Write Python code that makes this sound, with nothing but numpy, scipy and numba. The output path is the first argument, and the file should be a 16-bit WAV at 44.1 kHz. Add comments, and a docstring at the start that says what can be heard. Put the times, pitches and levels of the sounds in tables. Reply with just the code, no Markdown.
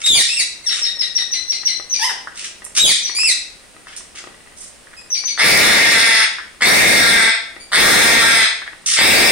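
"""Two grey parrots screaming

The birds sit in a wire cage in a small hard-walled room, heard from just outside the bars.
Falling squawks, plunging chirps, a mew, croaks, hisses and beak clicks lead up to four long screams.
Screams and croaks are slaps of the syrinx ringing the throat; squawks, chirps and mew are rough tones.
The screams overload the microphones and are held down by gain control."""
import sys
import numpy as np
from scipy import signal
from scipy.fft import rfft, irfft, next_fast_len
from scipy.io import wavfile
from scipy.ndimage import uniform_filter1d
from numba import njit

SR = 44100
rng = np.random.default_rng(int(sys.argv[2]) if len(sys.argv) > 2 else 0)


def dump(signal):
    """Clip the signal to [-1, 1] and save it as 16-bit WAV at the path in sys.argv[1]."""
    limited = np.clip(np.atleast_2d(signal).T, -1, 1)
    pcm = np.round(limited * 32767).astype(np.int16)
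    wavfile.write(sys.argv[1], SR, pcm)


N = 410571
CUTOFF_HZ = 15800


# screams: start_s, swell_s, release_at_s, peak_db, sag_db, peak_pulse_hz, peak_tuning_ratio
SCREAMS = [(5.376, .15, .865, 6.5, 18, 237, 1.055), (6.607, .11, .69, 10, 18, 242, 1.04),
           (7.718, .15, .725, 8, 16, 236, 1.0), (8.965, .15, .75, 9.5, 12, 235, 1.01)]
# throat and beak resonances before tuning, one set per scream: centre_hz, width_hz, gain_db
THROATS = [
    [(1680, 386, 0), (2100, 323, 2.5), (3330, 710, -3), (4295, 380, -4.5), (5160, 690, -5.5),
     (6760, 580, -11), (8800, 1200, -12)],
    [(1615, 255, -2), (2136, 236, 2), (3540, 270, -3.5), (4340, 400, -9.5), (5380, 510, -8.5),
     (6230, 220, -11), (8310, 920, -12)],
    [(1667, 510, -2), (2200, 460, 1), (3630, 750, -4.5), (4350, 290, -6), (5330, 460, -5),
     (6460, 200, -7.5), (8600, 1600, -12)],
    [(1596, 310, -2.5), (2260, 530, 0.5), (3750, 470, -4.5), (4480, 300, -7.5), (5230, 280, -1.5),
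     (5930, 340, -15), (8270, 680, -8)],
]

def screams(onset_db=24, release_s=.04, release_db=28, rate_per_db=.0034, tuning_per_db=.0028):
    """Effort swells, sags and is cut off; pulse rate and throat tuning follow it."""
    rough_start, rough_settled, settle_s = .92, .48, .28
    scoop_share, open_s = .08, .02
    out = np.zeros(N)
    for (start_s, swell_s, release_at_s, peak_db, sag_db, pulse_hz, tuning), throat in zip(SCREAMS, THROATS):
        end_s = release_at_s + release_s
        t = np.arange(0, end_s, 1 / SR)
        swell_db = -onset_db * np.maximum(1 - t / swell_s, 0) ** 2
        effort_db = swell_db - np.interp(t, [swell_s, release_at_s, end_s], [0, sag_db, sag_db + release_db])
        rough = rough_settled + (rough_start - rough_settled) * np.exp(-t / settle_s)
        opening = 1 + tuning_per_db * effort_db - scoop_share * np.exp(-t / open_s)
        voice = rasp(pulse_hz * (1 + rate_per_db * effort_db), rough, tuning * opening, throat)
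        add(out, start_s, from_db(peak_db + effort_db) * voice)
    return out


# valleys between throat resonances, before tuning: centre_hz, width_hz, depth_share
THROAT_DIPS = [(1976, 106, 0.14), (3020, 550, 1), (5950, 810, 1), (7600, 280, 1)]

def rasp(pulse_hz, rough, tuning, throat, band_hz=(1000, 10000), buzz_hz=(650, 1400), buzz_db=-23):
    """Uneven slaps of the syrinx, each with a puff of turbulence, ring a trembling throat; rms near 1."""
    size = len(pulse_hz)
    jitter = .07 * rough ** 2 * wobble(size, 260) + .009 * wobble(size, 30)
    cycles = np.cumsum(pulse_hz * (1 + jitter)) / SR
    slaps = np.diff(np.floor(cycles), prepend=-1) * from_db(7 * rough * wobble(size, 300))
    puffs = rng.standard_normal(size) * np.exp(-4 * (cycles % 1))
    flow = rms_one(slaps) + rough ** 2 * rms_one(puffs)
    voice = 0
    for k, (hz, width_hz, gain_db) in enumerate(throat):
        # the moving tongue shifts each resonance
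        centre_hz = hz * tuning * (1 + .016 * wobble(size, 16))
        gain = from_db(gain_db + 2 * wobble(size, 35))
        voice += (-1) ** k * gain * resonate(flow, centre_hz, width_hz)
    for hz, width_hz, depth in THROAT_DIPS:
        voice -= depth * resonate(voice, hz * tuning, width_hz)
    voice = butterworth(voice, 4, band_hz, "band")
    running_rms = np.sqrt(uniform_filter1d(voice ** 2, size=1500) + 1e-12)
    bare_buzz = butterworth(flow, 2, buzz_hz, "band")
    return voice / running_rms + from_db(buzz_db) * rms_one(bare_buzz)


# squawk tones: start_s, rise_s, fall_s, top_hz, end_hz, top_re_db, mid_fall_re_db, roughness
SQUAWKS = [(.036, .045, .07, 3830, 3250, -10, -8, .26), (.078, .035, .08, 3630, 2800, -7.5, -12, .22),
           (.138, .02, .062, 2400, 1780, -7, -4, .33), (.275, .09, .062, 2740, 1930, -17, -11.5, .36),
           (.625, .015, .06, 2130, 1450, -35, -24, .25), (2.785, .042, .042, 3850, 3050, -4, -2, .2),
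           (2.864, .012, .048, 2450, 1800, -5, -5, .33), (3.148, .103, .072, 2670, 1900, -13, -8.5, .3),
           (4.965, .018, .04, 2560, 2450, -33, -38, .3), (7.598, .02, .025, 2340, 2290, -31, -38, .25)]
# open beak response: freq_hz, gain_db
OPEN_BEAK = [(700, -9.5), (1900, -5), (2400, -2), (3100, 1), (3800, 4), (5300, 1.5), (6300, -2),
             (7400, -1.5), (9500, -1), (11500, -21), (15500, -55)]

def squawks(level_db=-1, rise_oct_per_s=2.2, fall_rough=.14, attack_s=.018, attack_db=8, fade_db=3):
    """Arched calls: the pitch climbs, levels off, then drops as the tone roughens."""
    out = np.zeros(N)
    for start_s, rise_s, fall_s, top_hz, end_hz, top_db, mid_fall_db, rough in SQUAWKS:
        t = np.arange(0, rise_s + fall_s, 1 / SR)
        below_top_oct = rise_oct_per_s * rise_s * np.maximum(1 - t / rise_s, 0) ** 2
        fallen = np.maximum(t - rise_s, 0) / fall_s
        fall_ratio = (end_hz / top_hz) ** (np.sin(np.pi / 2 * fallen) ** 2)
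        tone = whistle(top_hz * 2 ** -below_top_oct * fall_ratio, rough + fall_rough * fallen, OPEN_BEAK)
        envelope_db = np.interp(fallen, [0, .5, 1], [top_db, mid_fall_db, mid_fall_db - fade_db])
        envelope_db -= attack_db * np.maximum(1 - t / attack_s, 0)
        add(out, start_s, from_db(level_db + envelope_db) * tone)
    return out


def whistle(pitch_hz, rough, beak, chaos=.7, jitter=.04, flutter_db=7, flutter_hz=900, harmonics=14):
    """Harmonic tone through the beak; roughness (0-1) shakes it and mixes in noise; rms near 1."""
    size = len(pitch_hz)
    shaken_hz = pitch_hz * (1 + jitter * rough * wobble(size, flutter_hz))
    phase = 2 * np.pi * np.cumsum(shaken_hz) / SR
    orders = np.arange(1, harmonics + 1)[:, None]
    gains = from_db(at_hz(beak, orders * pitch_hz)) * (orders * pitch_hz < CUTOFF_HZ)
    tone = np.sum(gains * np.sin(orders * phase), 0) / np.linalg.norm(gains, axis=0)
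    tone = rms_one(tone * from_db(flutter_db * rough * wobble(size, flutter_hz)))
    noise = butterworth(coloured(rng.standard_normal(size), beak), 3, 1900, "high")
    noise_gain = chaos * rough ** 2
    return (tone + noise_gain * rms_one(noise)) / np.hypot(1, noise_gain)


# chirps: start_s, whistle_hz, whistle_s, relative_db, low_note_hz
CHIRPS = [(.662, 5570, .031, -12, 1875), (.814, 5450, .031, -12.5, 1886), (.985, 5310, .028, -11.5, 1902),
          (1.15, 5660, .026, -11, 1893), (1.314, 5900, .02, -12, 2032), (1.478, 5690, .043, -13.5, 2060),
          (1.651, 5770, .022, -10, 2028), (1.897, 5920, .042, -13, 2300), (3.019, 5900, .043, -18, 2186),
          (5.102, 5840, .042, -13.5, 2265), (5.249, 6060, .028, -14.5, 2240)]
# narrow beak response: freq_hz, gain_db
NARROW_BEAK = [(1000, -34), (1900, -4), (2900, -2.5), (3800, 4), (4600, 5), (5600, -6), (6600, -10),
               (7700, -13), (9500, -11), (11500, -37), (15500, -49)]

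def chirps(level_db=-1, swell_db=9, drop_db=7.5, catch_db=3, fade_db=4):
    """A thin whistle swells and slides down, then breaks through chaos to an overtone-rich low note."""
    break_s, low_s = .003, .052
    slide_share, high_rough, low_rough = .05, .14, .3
    out = np.zeros(N)
    for start_s, high_hz, high_s, high_db, low_hz in CHIRPS:
        slide_hz = high_hz * slide_share / 2
        low_start_s = start_s + high_s + break_s
        low_db = high_db - drop_db
        pitch_hz, envelope_db, rough = follow([
            (start_s, high_hz + slide_hz, high_db - swell_db, high_rough),
            (start_s + high_s / 2, high_hz, high_db, high_rough),
            (start_s + high_s, high_hz - slide_hz, high_db, high_rough),
            (low_start_s, low_hz * 1.1, low_db - catch_db, 1),
            (low_start_s + low_s / 2, low_hz, low_db, low_rough),
            (low_start_s + low_s, low_hz, low_db - fade_db, low_rough)])
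        tone = whistle(pitch_hz, rough, NARROW_BEAK, chaos=1.8)
        add(out, start_s, from_db(level_db + envelope_db) * tone)
    return out


# mew contour: time_s, pitch_hz, relative_db, roughness
MEW = [(1.992, 934, -23, 0.4), (2.005, 809, -21.5, 0), (2.022, 879, -13, 0.04), (2.05, 1042, -13.5, 0.3),
       (2.08, 978, -21, .3), (2.1, 897, -22.5, .4), (2.125, 727, -25, 0.7)]
# nasal throat response: freq_hz, gain_db
MEW_THROAT = [(700, -4), (1000, -6.5), (2000, 1), (2700, -6.5), (3300, 1.5), (4250, -14), (5150, 6),
              (6200, -5), (7000, -12), (9400, -10), (12400, -20), (15500, -51)]

def mew(level_db=-1):
    """One low, arched, nasal call."""
    out = np.zeros(N)
    start_s = MEW[0][0]
    pitch_hz, envelope_db, rough = follow(MEW)
    add(out, start_s, from_db(level_db + envelope_db) * whistle(pitch_hz, rough, MEW_THROAT))
    return out


# noisy rushes: start_s, length_s, level_db, tilt_db_per_oct
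RUSHES = [(0, .05, -29, -6), (.058, .021, -14, -3), (.711, .1, -23.5, -6), (2.345, .14, -28.5, -4.5),
          (2.642, .012, -25.5, 18), (2.748, .022, -18, -2), (2.766, .022, -6, -3.5),
          (3.857, .096, -39.5, -10.5), (3.961, .025, -28, 3), (4.147, .065, -32.5, -7),
          (4.557, .14, -36.5, 6), (8.858, .041, -15.5, 0), (8.879, .093, -14, -3.5)]
# rush spectrum: freq_hz, relative_db
RUSH_SPECTRUM = [(700, -88), (1100, -20), (1450, -8.5), (2200, -1.5), (3000, 2.5), (4500, 1.5), (5500, 9),
                 (6500, 7), (8300, 8.5), (10000, 3), (12000, -20), (15500, -64)]

def rushes(flutter_db=5, flutter_hz=220):
    """Fluttering noisy rushes: hisses and rustles, a faint opening squawk tail and one thin rasp."""
    out = np.zeros(N)
    for start_s, length_s, level_db, tilt_db_per_oct in RUSHES:
        size = int(length_s * SR)
        rush = coloured(rng.standard_normal(size), RUSH_SPECTRUM, tilt_db_per_oct)
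        envelope = from_db(flutter_db * wobble(size, flutter_hz)) * signal.windows.tukey(size, .3)
        add(out, start_s, from_db(level_db) * rms_one(rush * envelope))
    return out


# croaks: start_s, length_s, level_db
CROAKS = [(2.095, 0.02, -21), (2.272, 0.016, -24), (3.869, 0.0092, -33), (4.87, 0.0091, -38),
          (4.931, 0.015, -37), (6.384, 0.022, -25), (8.618, 0.011, -27), (8.665, 0.021, -28)]

def croaks(pulse_hz=170, rough=.6, tuning=.89, muffle_hz=2200):
    """A few slaps of the syrinx with the beak nearly shut."""
    out = np.zeros(N)
    for start_s, length_s, level_db in CROAKS:
        steady = np.ones(int(length_s * SR))
        voice = rasp(pulse_hz * steady, rough * steady, tuning * steady, THROATS[0])
        add(out, start_s, from_db(level_db) * rms_one(butterworth(voice, 3, muffle_hz, "low")))
    return out


# loudest taps: start_s, relative_db
CLICKS = [(1.223, -19.5), (1.634, -20), (1.798, -17), (2.62, -22), (2.665, -25), (3.096, -14), (3.186, -17),
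          (3.232, -16), (3.765, -26), (4.24, -20), (4.273, -22), (5.238, -18), (7.565, -20), (8.732, -21)]
# modes rung by a tap: freq_hz, gain_db, t60_s
CLICK_MODES = [(460, -25, 0.0092), (875, -13.5, .012), (1230, -12, 0.024), (1490, -11, 0.013),
               (1950, -5.5, 0.028), (2680, -8, .01), (4080, -14, 0.0089)]

def clicks(loud_offset_db=-2, faint_per_s=20, faint_db=-37, spread_db=4):
    """Beak and claw taps ring short modes; faint taps fall at random between the loud ones."""
    start_s, relative_db = np.transpose(CLICKS)
    faint = rng.random(N) < faint_per_s / SR
    taps = faint * from_db(faint_db + spread_db * rng.standard_normal(N))
    taps[(start_s * SR).astype(int)] = from_db(relative_db + loud_offset_db)
    hits = np.flatnonzero(taps)
    out = np.zeros(N)
    for hz, gain_db, t60_s in CLICK_MODES:
        strikes = np.full(N, 1e-18)
        strikes[hits] = taps[hits] * from_db(gain_db + rng.normal(0, 2, len(hits)))
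        strikes[hits] *= rng.choice([-1, 1], len(hits))
        radius, angle = from_db(-60 / (t60_s * SR)), 2 * np.pi * hz / SR
        out += signal.lfilter([0, np.sin(angle)], [1, -2 * radius * np.cos(angle), radius ** 2], strikes)
    return out


# room decay: freq_hz, t60_s
ROOM_DECAY = [(200, 0.7), (1500, 0.47), (3000, 0.53), (6000, 0.45), (9000, 0.36), (15000, 0.083)]

def room(x, direct_db, early_db, tail_db, early_s=.0098, echoes_per_s=1500, coherence=.22, size=32768):
    """Direct sound, quick reflections from cage and wall, then a diffuse tail dying band by band."""
    t = np.arange(size) / SR
    bin_hz = np.arange(size // 2 + 1) * SR / size
    shared = np.sqrt(coherence) * rng.standard_normal(size)
    spectrum = rfft(shared + np.sqrt(1 - coherence) * rng.standard_normal((2, size)))
    centres_hz, decays_s = np.transpose(ROOM_DECAY)
    tail = 0
    for weights, t60_s in zip(np.eye(len(centres_hz)), decays_s):
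        band = irfft(spectrum * at_hz(list(zip(centres_hz, weights)), bin_hz))
        tail += band * from_db(-60 * t / t60_s) * (t > .007)
    echoes = rng.standard_normal((2, size)) * (rng.random(size) < echoes_per_s / SR)
    early = echoes * np.exp(-t / early_s) * (t > .001)
    response = from_db(early_db) * early / np.linalg.norm(early, axis=1, keepdims=True)
    response += from_db(tail_db) * tail / np.linalg.norm(tail, axis=1, keepdims=True)
    response[[0, 1], [3, 0]] += from_db(direct_db)  # left lags by 3 samples
    return signal.fftconvolve(x[None], response, axes=1)[:, :N]


# room noise spectrum: freq_hz, relative_db
ROOM_NOISE = [(25, 7), (80, 1), (130, -6), (220, -6), (400, -8.5), (900, -8.5), (1900, -1.5), (3000, -5),
              (6000, -9), (9500, -5), (11500, -21), (15500, -24)]

def room_noise(level_db=-45, shared_gain=.65):
    """Soft, steady noise, partly shared by the two microphones."""
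    noise = rng.standard_normal((2, N)) + shared_gain * rng.standard_normal(N)
    return from_db(level_db) * rms_one(coloured(noise, ROOM_NOISE))


def from_db(db):
    """Decibels to gain."""
    return 10 ** (np.asarray(db) / 20)


def rms_one(x):
    """Scale to rms 1."""
    return x / np.sqrt(np.mean(x ** 2) + 1e-20)


def at_hz(points, hz):
    """Read a table along a log-frequency axis."""
    freq_hz, value = np.transpose(points)
    return np.interp(np.log(np.maximum(hz, 1)), np.log(freq_hz), value)


def coloured(x, points, tilt_db_per_oct=0):
    """Shape by a spectrum, plus a tilt that pivots at 5 kHz and is flat below 1.5 kHz."""
    size = x.shape[-1]
    padded = next_fast_len(size)
    hz = np.arange(padded // 2 + 1) * SR / padded
    octaves = np.log2(np.maximum(hz, 1500) / 5000)
    gain = from_db(at_hz(points, hz) + tilt_db_per_oct * octaves)
    return irfft(rfft(x, padded) * gain, padded)[..., :size]


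def butterworth(x, order, edge_hz, kind):
    """Causal low-, high- or band-pass."""
    return signal.sosfilt(signal.butter(order, edge_hz, kind, fs=SR, output="sos"), x)


@njit
def resonate(x, centre_hz, width_hz):
    """Two-pole resonance with a moving centre and peak gain 1."""
    y = np.zeros(len(x))
    r = np.exp(-np.pi * width_hz / SR)
    for i in range(2, len(x)):
        feedback = 2 * r * np.cos(2 * np.pi * centre_hz[i] / SR) * y[i - 1] - r * r * y[i - 2]
        y[i] = (1 - r * r) / 2 * (x[i] - x[i - 2]) + feedback
    return y


def wobble(size, rate_hz):
    """Ramps between random values drawn at rate_hz; rms 1."""
    steps = np.arange(size) * (rate_hz / SR)
    return rms_one(np.interp(steps, np.arange(size), rng.standard_normal(size)))


def follow(rows):
    """Per-sample curves from rows of time_s, values."""
    time_s, *columns = np.transpose(rows)
    t = np.arange(time_s[0], time_s[-1], 1 / SR)
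    return [np.interp(t, time_s, column) for column in columns]


def add(track, start_s, sound, fade_s=.002):
    """Mix a sound into a track with faded edges."""
    first = round(start_s * SR)
    index = np.arange(len(sound))
    fade = np.minimum(np.minimum(index, index[::-1]) / (fade_s * SR), 1)
    track[first:first + len(sound)] += (sound * fade)[:N - first]


def scene(chirp_pan_db=1.57):
    """The birds in their room: chirps slightly left, clicks and croaks close by."""
    calls = room(screams() + squawks() + mew() + rushes(), direct_db=-3, early_db=-6, tail_db=-5)
    chirping = room(chirps(), direct_db=-2, early_db=-4, tail_db=-3.5)
    chirping *= from_db([[chirp_pan_db], [-chirp_pan_db]])
    close = room(clicks() + croaks(), direct_db=-2, early_db=-4, tail_db=-8)
    return calls + chirping + close + room_noise()


def overload(x):
    """The microphones flatten both halves of a loud wave toward full scale."""
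    return x / (1 + x ** 4) ** (1 / 4)


def gain_control(x, ceiling_db=-10.5, release_db_per_s=60, window_samples=500):
    """Turn down at once whatever passes the ceiling, then recover steadily."""
    power = uniform_filter1d(np.mean(x ** 2, 0), window_samples).clip(1e-12)
    excess_db = np.maximum(10 * np.log10(power) - ceiling_db, 0)
    recovery_db = release_db_per_s * np.arange(N) / SR
    reduction_db = np.maximum.accumulate(excess_db + recovery_db) - recovery_db
    return x * from_db(-uniform_filter1d(reduction_db, window_samples))


# microphone response: freq_hz, left_db, right_db
MICROPHONES = [(20, 4.5, 2), (100, 2, -0.5), (175, 7.5, 4), (580, 9.5, 6.5), (1020, 2.5, 1),
               (1860, -1.5, -2.5), (5400, 0, -2.5), (7360, -2, -3), (8800, -5, 4), (9800, -13, 2.5),
               (10600, -6.5, 0), (15500, 0.5, -4)]

def record(dry, low_cut_hz=35, clip_level=.88):
    """Overload, low cut, microphone colour, gain control, hard clip and a steep top cut."""
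    bent = butterworth(overload(dry), 1, low_cut_hz, "high")
    hz, *sides_db = np.transpose(MICROPHONES)
    heard = np.array([coloured(side, list(zip(hz, db))) for side, db in zip(bent, sides_db)])
    limited = np.clip(gain_control(heard), -clip_level, clip_level)
    return signal.sosfilt(signal.ellip(12, .1, 80, CUTOFF_HZ, fs=SR, output="sos"), limited)


dry = scene()
out = record(dry)
dump(out)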